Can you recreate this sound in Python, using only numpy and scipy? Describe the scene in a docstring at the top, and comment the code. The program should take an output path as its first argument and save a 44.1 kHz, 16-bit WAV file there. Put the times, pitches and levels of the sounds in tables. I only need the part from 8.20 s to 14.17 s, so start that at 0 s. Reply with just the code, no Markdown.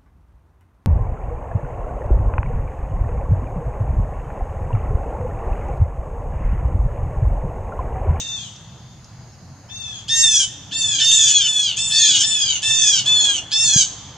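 """Jays scream in turns and over each other in the tree tops, the first call already under way. Each call is a
harmonic series, coloured by a throat resonance, that jumps up, arches and sags, turning raspy as it falls.
Trunks and leaves return near echoes and a long thin tail, made by convolution with shaped noise and impulses.
Behind them, filtered noise makes a far traffic hum, a wash, a swelling low drone and a faint hiss; a small
bird cheeps in sine tones, twigs tick in decaying noise, and one low thump sounds as a damped sine."""
import sys
import numpy as np
from scipy import signal
from scipy.fft import rfft, irfft, next_fast_len
from scipy.io import wavfile
from scipy.ndimage import uniform_filter1d, minimum_filter1d, map_coordinates

SR = 44100
rng = np.random.default_rng(int(sys.argv[2]) if len(sys.argv) > 2 else 0)


def dump_mix(stems):
    """Bounce the given channels to the path in sys.argv[1] as a 16-bit WAV at rate SR."""
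    frames = np.atleast_2d(stems).T  # one column per channel
    limited = np.clip(frames, -1, 1)  # hard clip at full scale
    pcm = np.round(limited * 32767).astype(np.int16)
    wavfile.write(sys.argv[1], SR, pcm)


N = 263277  # length in samples

# The calls, one row each: start_s, length_s, crest_s (after the start), opening_hz (before the scoop), crest_hz,
# closing_hz, steady (share of the fall, 0-1), bend (power of time in the steady fall), level_db (4th partial at
# the crest), swell_db (its change back to the opening), fade_db (its change to the close), then against the 4th:
# second_db, third_db, fifth_db, sixth_db, seventh_db, eighth_db; dull_start, dull_end (dulling, 0-2), rasp (0-1),
# fall_rasp (added in the fall, 0-1), doubling (strong-weak alternation, 0-1), echo_db (tail against direct),
# pan_db (left over right), lead (left ahead of right, samples)
CALLS = [ (0, .315, .18, 928.5, 896.4, 742, .85, .7, -29, 2, -4, -26.5, -15, -22, -19, -9, -19.5, 0.53, 0.17, 0.14, 0.27, .1, -0.5, 3, 3),
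         (1.482, .33, 0.085, 862, 905.5, 786, 0.8, 1.18, -32.5, -2, -1.5, -20.5, -11, -19, -15, -8, -17.5, 0.63, 0.23, 0.024, 0.28, .05, -1, 3.5, -3.5),
         (1.876, 0.37, 0.13, 893.3, 916.8, 757, 0.87, 1.43, -14, -5.5, -4, -21.5, -15.5, -18.5, -8.5, -2.5, -8, 0.51, 0.3, .01, 0.25, 0.25, -9, -.5, -0.7),
         (2.507, 0.34, .083, 864, 901, 718.5, 0.66, 1.06, -20, 1.5, 1.5, -21.5, -14.5, -16, -12.5, -9.5, -6, 1, 1.28, 0.039, .3, 0.23, -0.5, 0.5, 0.65),
         (2.782, 0.33, .133, 875, 907, 734, 0.68, 0.92, -18, 2.5, -2, -22.5, -16, -13.5, -7.5, -2, -5.5, 0.76, 0.21, 0.044, .3, 0.21, -3, -1.5, -0.3),
         (2.903, 0.37, 0.054, 892, 917, 726.7, .53, 0.71, -18.5, 10.5, 2, -25, -18, -23.5, -16, -5, -6.5, 0.33, 1.06, 0.058, 0.24, 0.033, -22, 2, 0.95),
         (3.197, 0.33, 0.074, 898, 879.7, 694, .3, 0.89, -18.5, 1, 1.5, -29.5, -20, -17, -16, -14, -9, 0.72, 1.1, 0.024, 0.29, 0.033, -6, 0.5, 0.4),
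         (3.56, .41, 0.066, 850, 892, 718, 0.89, 1.75, -25, 9, 7.5, -24.5, -9.5, -14.5, -9, -6, -1.5, 0.55, 1.4, 0.034, 0.32, .08, 0, 0.2, 0.6),
         (3.7, 0.33, 0.11, 846.5, 905.5, 746, .66, 0.8, -16, -2, -4.5, -20.5, -17.5, -14, -9, -4, -7, .9, 0.37, .04, 0.33, 0.21, -9.5, 0, 0.8),
         (4.017, .362, .07, 872, 890.3, 694.5, 0.77, 1.16, -18.5, 5, -2, -23, -15.5, -18.5, -10.5, -13, -6, 1.2, 0.74, 0.055, 0.4, 0.061, -7.5, 0.5, 1.04),
         (4.415, .4, 0.074, 882, 887, 719, 0.71, 1.58, -19.5, 3.5, -3, -21, -11.5, -20.5, -12, -10, -5, 0.27, 0.75, .04, 0.29, 0.45, -11.5, -0.5, 1),
         (4.469, 0.32, 0.12, 883.4, 900.4, 723.7, 0.69, 1.32, -17.5, 1.5, -0.5, -22, -20, -20.5, -10, -2, -7.5, 0.39, 0.58, 0.029, 0.28, 0.074, -8.5, -0.5, 0.8),
         (4.846, 0.35, 0.092, 845, 872, 701, 0.53, 1.085, -14, -2, -6.5, -25.5, -19.5, -21.5, -16.5, -16.5, -9.5, 0.27, 0.41, 0.03, 0.4, 0.04, -11, -.5, 1.27),
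         (5.306, 0.32, .13, 846, 904.7, 759, 0.83, 0.74, -18.5, 2.5, 2.5, -20, -14, -11.5, -8, 0, -2, 0.98, 0.58, 0.08, 0.29, 0.05, -8.5, -1.1, -1.5),
         ]


def jays():
    """Superposition: calls add linearly, each along its own paths through the branches."""
    out = np.zeros((2, N + 2 * SR))
    for start, *shape, doubling, echo_db, pan_db, lead in CALLS:
        call = scream(start, shape, doubling, scoop=0.02, release=0.019)  # scoop and release in s
        heard = among_trees(call, echo_db, pan_db, lead)
        out[:, round(start * SR):][:, :heard.shape[1]] += heard
    return out[:, :N]


# Throat resonance, rising to one broad peak near 6600 Hz: frequency_hz, gain_db
THROAT_RESONANCE = [(700, -50.5), (1700, -27.5), (2600, -10), (3300, -6.5), (4400, -4), (5400, -2),
                    (6600, 7.5), (7600, -6.5), (9000, -17.5), (10500, -36.5), (12000, -37), (15000, -61.5)]


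def scream(start, shape, doubling, scoop, release):
    """Source and filter: membrane pulses as a harmonic series, coloured by the throat resonance."""
    underway = ATTACK_S * (start == 0)  # a call at time 0 is already past its attack
    t = np.arange(0, shape[0] + release - underway, 1 / SR)
    hz, levels_db, rasp = gesture(t + underway, *shape)
    rasp = np.clip(rasp, 0, .45)

    # the pitch scoops up while the membranes tighten
    slack = np.clip(1 - (t + underway) / scoop, 0, 1)
    rising = np.clip((t[np.argmax(hz)] + 0.017 - t) / 0.091, 0, 1)
    hz = hz * (1 - .28 * slack ** 1.4)
    uneven_hz = hz * (1 + 0.0438 * rasp * wobble(250, size=len(t)))  # rasp: uneven cycle lengths
    phase = 2 * np.pi * np.cumsum(uneven_hz) / SR

    # levels hold at the crest; falling partials slide along the throat resonance
    k = np.arange(1, 18)[:, None]  # partial numbers
    known = np.array([2, 3, 4, 5, 6, 7, 8])
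    drive_db = np.array(levels_db) - along(THROAT_RESONANCE, known[:, None] * hz.max())
    spread = np.transpose([np.interp(k[:, 0], known, one) for one in np.eye(len(known))])
    upper = np.clip(k / 7 - .25, 0, 1)  # weight of the upper partials
    # single upper partials waver at random
    waver_db = 3 * upper * [wobble(14, size=len(t)) for _ in k]
    gain = amp(along(THROAT_RESONANCE, k * hz) + spread @ drive_db + waver_db)
    partials = np.sqrt(2) * gain * np.sin(k * phase + rng.uniform(0, 2 * np.pi, k.shape))

    # uneven pulse edges shake the upper partials
    flutter = 2.53 * (rasp + 0.17 * slack) * wobble(800, size=len(t))
    # alternate strong and weak cycles put lines halfway between the partials
    halves = 2 * doubling * rising * np.cos(phase / 2)
    tone = np.sum(partials * (1 + upper * (flutter + halves)), axis=0)
    fade_out = np.clip((t[-1] - t) / release, 0, 1) ** 2
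    return tone * (1 - slack ** 2.94) * fade_out


# Level swells in at the attack and sinks at the close
ATTACK_S, ATTACK_DB, CLOSE_S, CLOSE_DB = 0.029, -17, 0.041, -4.5
PLUNGE_BEND = 5  # power of time after the crest for the pitch drop at the end
# Added rasp in the attack and at the close; power of time for its growth in the fall
HOARSE_START, HOARSE_END, HOARSE_BEND = 0.49, 0.24, 0.92
TREMOR_DB, TREMOR_PER_S = 2.5, 54.8  # the level shakes as the call falls; size grows to this, knots a second
# Half-closed beak at the opening, partials 2 to 8: change_db per unit of dull_start
OPENING_BEAK_DB = [5.5, -1.5, -3, -1, 3, -17.5, -21.5]
# The same as the pitch falls, partials 2 to 8: change_db per unit of dull_end
CLOSING_BEAK_DB = [5.5, -3.2, 0, 7.5, -2, -8, -16.5]
# Random wavering of partials 2 to 8, as when echoes interfere: sway_db
PARTIAL_SWAY_DB = [2.3, 2.14, 0.5, 4.9, 2.65, 2.36, 1.08]


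def gesture(t, length, crest, opening_hz, crest_hz, closing_hz, steady, bend, db, swell_db, fade_db,
            second_db, third_db, fifth_db, sixth_db, seventh_db, eighth_db, dull_start, dull_end, rasp, fall_rasp):
    """Modulation of pitch, partial levels and rasp: arch up to the crest, then fall, dull and roughen."""
    up = np.clip(1 - t / crest, 0, 1)
    down = np.clip((t - crest) / (length - crest), 0, 1)
    fall = steady * down ** bend + (1 - steady) * down ** PLUNGE_BEND
    hz = crest_hz - (crest_hz - opening_hz) * up ** 2 - (crest_hz - closing_hz) * fall

    attack = np.clip(1 - t / ATTACK_S, 0, 1)
    close = np.clip(1 - (length - t) / CLOSE_S, 0, 1)
    level_db = db + swell_db * up + fade_db * down + ATTACK_DB * attack ** 2 + CLOSE_DB * close ** 1.14
    level_db = level_db + TREMOR_DB * np.sqrt(down) * wobble(TREMOR_PER_S, size=len(t))

    parts_db = [second_db, third_db, 0, fifth_db, sixth_db, seventh_db, eighth_db]
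    levels_db = []
    for part, first, last, sway in zip(parts_db, OPENING_BEAK_DB, CLOSING_BEAK_DB, PARTIAL_SWAY_DB):
        dulling_db = first * dull_start * up ** 1.56 + last * dull_end * fall
        levels_db.append(level_db + part + dulling_db + sway * wobble(15.6, size=len(t)))

    hoarse = HOARSE_START * np.clip(1 - t / .045, 0, 1) + HOARSE_END * close
    return hz, levels_db, rasp + hoarse + fall_rasp * down ** HOARSE_BEND


# Near echoes from trunks: delay_s (varied by a fifth either way), level_db (against direct sound)
TRUNK_ECHOES = [(.006, -5.5), (.017, -6.5), (.033, -12.5)]
# Decay of the far leaves: frequency_hz, t60_s
FAR_LEAVES_DECAY = [(1000, 4), (3500, 1.86), (7000, 1.28), (12000, 0.084)]
# Near leaves scatter treble most: frequency_hz, level_db (before a gain of 5)
LEAF_SCATTER = [(1500, -10), (3500, -4), (5500, 1), (8000, 3), (12000, 2)]


def among_trees(call, echo_db, pan_db, lead):
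    """Convolution with an impulse response: direct sound, trunk echoes and a tail decaying by frequency."""
    hz, t, z = signal.stft(rng.standard_normal((2, SR)), SR, nperseg=256)
    far = amp(-60 * t / along(FAR_LEAVES_DECAY, hz)[:, None])
    near = 5 * amp(along(LEAF_SCATTER, hz)[:, None] - 60 * t / 0.28)  # t60 0.28 s
    turn = mid_side_angle(hz, raised=0.082)[:, None]
    z = np.cos(turn) * z[0] + np.sin(turn) * np.array([z[1], -z[1]])
    tail = signal.istft(z * (far + near), SR, nperseg=256)[1][:, :SR]
    paths = amp(echo_db) * tail / np.linalg.norm(tail[0])

    left_right = np.array([[1], [-1]])
    # direct sound: a fractional delay per side
    paths[:, :32] += np.sinc(np.arange(32) - 16 + lead / 2 * left_right)
    for delay, db in TRUNK_ECHOES:
        # arrival in samples, a little different per side
        arrival = delay * SR * rng.uniform(.8, 1.2) + rng.normal(0, 1.2, 2)
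        paths[[0, 1], arrival.astype(int)] += amp(db)
    paths = paths / np.linalg.norm(paths[0]) * amp(pan_db / 2 * left_right)
    return signal.fftconvolve(call[None], paths, axes=1)


def lingering():
    """Reverberant decay: echoes of a call just over, as noise with a fast and a slow exponential."""
    t = np.arange(N) / SR
    fast = amp(-27.5 - 60 * t / 0.085)
    slow = amp(-34.5 - 60 * t / 1.42)
    return (fast + slow) * rush(THROAT_RESONANCE, patchy_db=2.5)


# Far small bird: start_s, length_s, pitch_hz, level_db (peak)
SMALL_BIRD = [(.72, 0.062, 5200, -74), (1.025, .025, 4950, -57), (1.114, 0.042, 5400, -54),
              (1.477, 0.042, 5280, -49)]


def cheeps():
    """Pure tones: short sine whistles under half-sine envelopes."""
    t = np.arange(N) / SR
    out = np.zeros(N)
    for start, length, hz, db in SMALL_BIRD:
        envelope = np.sin(np.pi * np.clip((t - start) / length, 0, 1))
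        out += amp(db) * envelope * np.sin(2 * np.pi * hz * t)
    return out


# Twigs: start_s, level_db (of the noise before its band filter)
TWIG_TICKS = [(0.3606, -30), (0.845, -30)]
# Low thump: start_s, level_db (before its soft onset and a gain of 3), pitch_hz, t60_s
LOW_THUMP = [(5.559, 0.5, 141, 0.022)]


def knocks():
    """Impulsive excitation: treble ticks as decaying band noise, the thump as a damped sine."""
    out, t = np.zeros(N + SR), np.arange(SR // 4) / SR
    for start, db in TWIG_TICKS:
        out[round(start * SR):][:len(t)] += amp(db - 60 * t / .035) * rng.standard_normal(len(t))
    # bell-shaped band round 5800 Hz on an octave scale
    ticks = filtered(out[:N], lambda hz: amp(-24 * (np.log2(hz / 5800 + 1e-9) / 0.55) ** 2))
    out = np.pad(ticks, (0, SR))
    for start, db, hz, t60 in LOW_THUMP:
        onset = (1 - np.exp(-t / 0.0051)) ** 2
        out[round(start * SR):][:len(t)] += amp(db - 60 * t / t60) * onset * 3 * np.sin(2 * np.pi * hz * t)
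    return out[:N]


# Low drone: start_s, length_s, level_db (rms at the top of the swell)
DRONE_SWELLS = [(1.192, 0.3, -56.5), (2.296, 0.66, -53), (2.728, 0.15, -52), (3.245, 0.22, -83),
                (3.809, .35, -48.5), (4.627, 2.3, -56.5)]


def drone():
    """Amplitude modulation: noise in one narrow low band swells up a few times."""
    t = np.arange(N) / SR
    swells = np.zeros(N)
    for start, length, db in DRONE_SWELLS:
        swells += amp(db) * np.sin(np.pi * np.clip((t - start) / length, 0, 1) ** .7)
    band = [(200, -83), (260, 0), (295, -1), (330, -23), (420, -75.5)]  # frequency_hz, relative level_db
    return swells * rush(band, patchy_db=1.2)


# Far traffic spectrum: frequency_hz, relative level_db (per Hz)
TRAFFIC_SPECTRUM = [(12, -79), (20, -51.5), (36, -15), (54, -8), (71, -5.5), (124, 3), (146, -3.5),
                    (228, -9.5), (375, -63.5), (420, -35.5), (550, -41), (920, -120)]
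# Mid wash spectrum: frequency_hz, relative level_db (per Hz)
WASH_SPECTRUM = [(180, -19.5), (300, -1), (374, -6), (635, -5), (686, -3), (834, -1.5), (1780, -10.5),
                 (2300, -12.5), (2990, -88), (5060, -120)]
# Level of the wash over time: time_s, level_db (rms)
WASH_LEVEL = [(0.0, -51), (0.611, -53), (3.188, -49), (4.638, -48), (5.009, -40.5), (5.35, -48),
              (5.97, -46.5)]
# Hiss spectrum: frequency_hz, relative level_db (per Hz)
HISS_SPECTRUM = [(1180, -58), (2000, -46.5), (2210, -23.5), (2450, -8.5), (2640, -5), (3670, -12),
                 (3960, -4), (4770, -0.5), (5830, -7.5), (6570, 5), (7840, -21), (10400, -20),
                 (15000, -30.5)]
HUM_DB, HISS_DB = -43, -53.5  # rms; the hiss drifts around its level


def air():
    """Spectral shaping of noise: far traffic hum, a mid wash and a thin hiss."""
    times, levels_db = np.transpose(WASH_LEVEL)
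    wash_gain = amp(np.interp(np.arange(N) / SR, times, levels_db))
    hum = amp(HUM_DB) * rush(TRAFFIC_SPECTRUM, patchy_db=1.2)
    wash = wash_gain * rush(WASH_SPECTRUM, patchy_db=1.2)
    hiss = amp(HISS_DB + wobble(1, size=N)) * rush(HISS_SPECTRUM, patchy_db=1.2)
    return hum + wash + hiss


def rush(spectrum, patchy_db):
    """Partly coherent noise: a stereo pair of rms 1, with patches of random gain in time and frequency."""
    z = signal.stft(rng.standard_normal((2, N + 512)), nperseg=512)[2]
    field = uniform_filter1d(rng.standard_normal(z.shape[1:]), size=6, axis=0)
    field = uniform_filter1d(field, size=14, axis=1)
    pair = signal.istft(z * amp(patchy_db * unit(field)), nperseg=512)[1][:, :N]

    def response(hz):
        turn = mid_side_angle(hz)
        return amp(along(spectrum, hz)) * [np.cos(turn), np.sin(turn)]

    mid, side = filtered(pair, response)
    return unit(np.array([mid + side, mid - side]))


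# Likeness of left and right: frequency_hz, coherence (0-1)
LEFT_RIGHT_LIKENESS = [(60, 0.99), (180, 0.96), (550, 0.9), (1650, 0.86), (4970, 0.39), (15000, 0.076)]


def mid_side_angle(hz, raised=0):
    """Interchannel coherence: the angle that mixes mid and side to the wanted left-right likeness."""
    return np.arccos(np.clip(along(LEFT_RIGHT_LIKENESS, hz) + raised, -1, 1)) / 2


def amp(db):
    """Decibel law: the gain of a dB value."""
    return 10 ** (np.asarray(db) / 20)


def unit(x):
    """Normalisation: x scaled to rms 1."""
    return x / np.sqrt(np.mean(x ** 2) + 1e-20)


def along(points, hz):
    """Logarithmic frequency scale: (Hz, value) points interpolated at hz."""
    f, v = np.transpose(points)
    return np.interp(np.log(hz + 1), np.log(f + 1), v)


def wobble(rate, size):
    """Band-limited randomness: a smooth curve through rate random knots a second."""
    knots = rng.standard_normal(int(size * rate / SR) + 4)
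    return map_coordinates(knots, [np.arange(size) * rate / SR])


def filtered(x, response):
    """Linear filtering: the spectrum of x times a response of frequency."""
    m = next_fast_len(N + SR // 2)
    return irfft(rfft(x, m) * response(np.fft.rfftfreq(m, 1 / SR)), m)[..., :N]


def scene():
    """Superposition of birds, background and knocks."""
    return jays() + lingering() + air() + drone() + cheeps() + knocks()


CEILING, LOOK_AHEAD = .9, 90  # limiter: top level before the band limit, samples
TOP_HZ = 15650  # band limit


def record(dry):
    """Peak limiting by a smoothed gain, shared by both sides, then a sharp low-pass at the band limit."""
    need = np.minimum(1, CEILING / (np.abs(dry).max(axis=0) + 1e-9))
    gain = uniform_filter1d(minimum_filter1d(need, size=2 * LOOK_AHEAD), size=LOOK_AHEAD)
    return filtered(dry * gain, lambda hz: hz < TOP_HZ)


dry = scene()
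out = record(dry)
dump_mix(out)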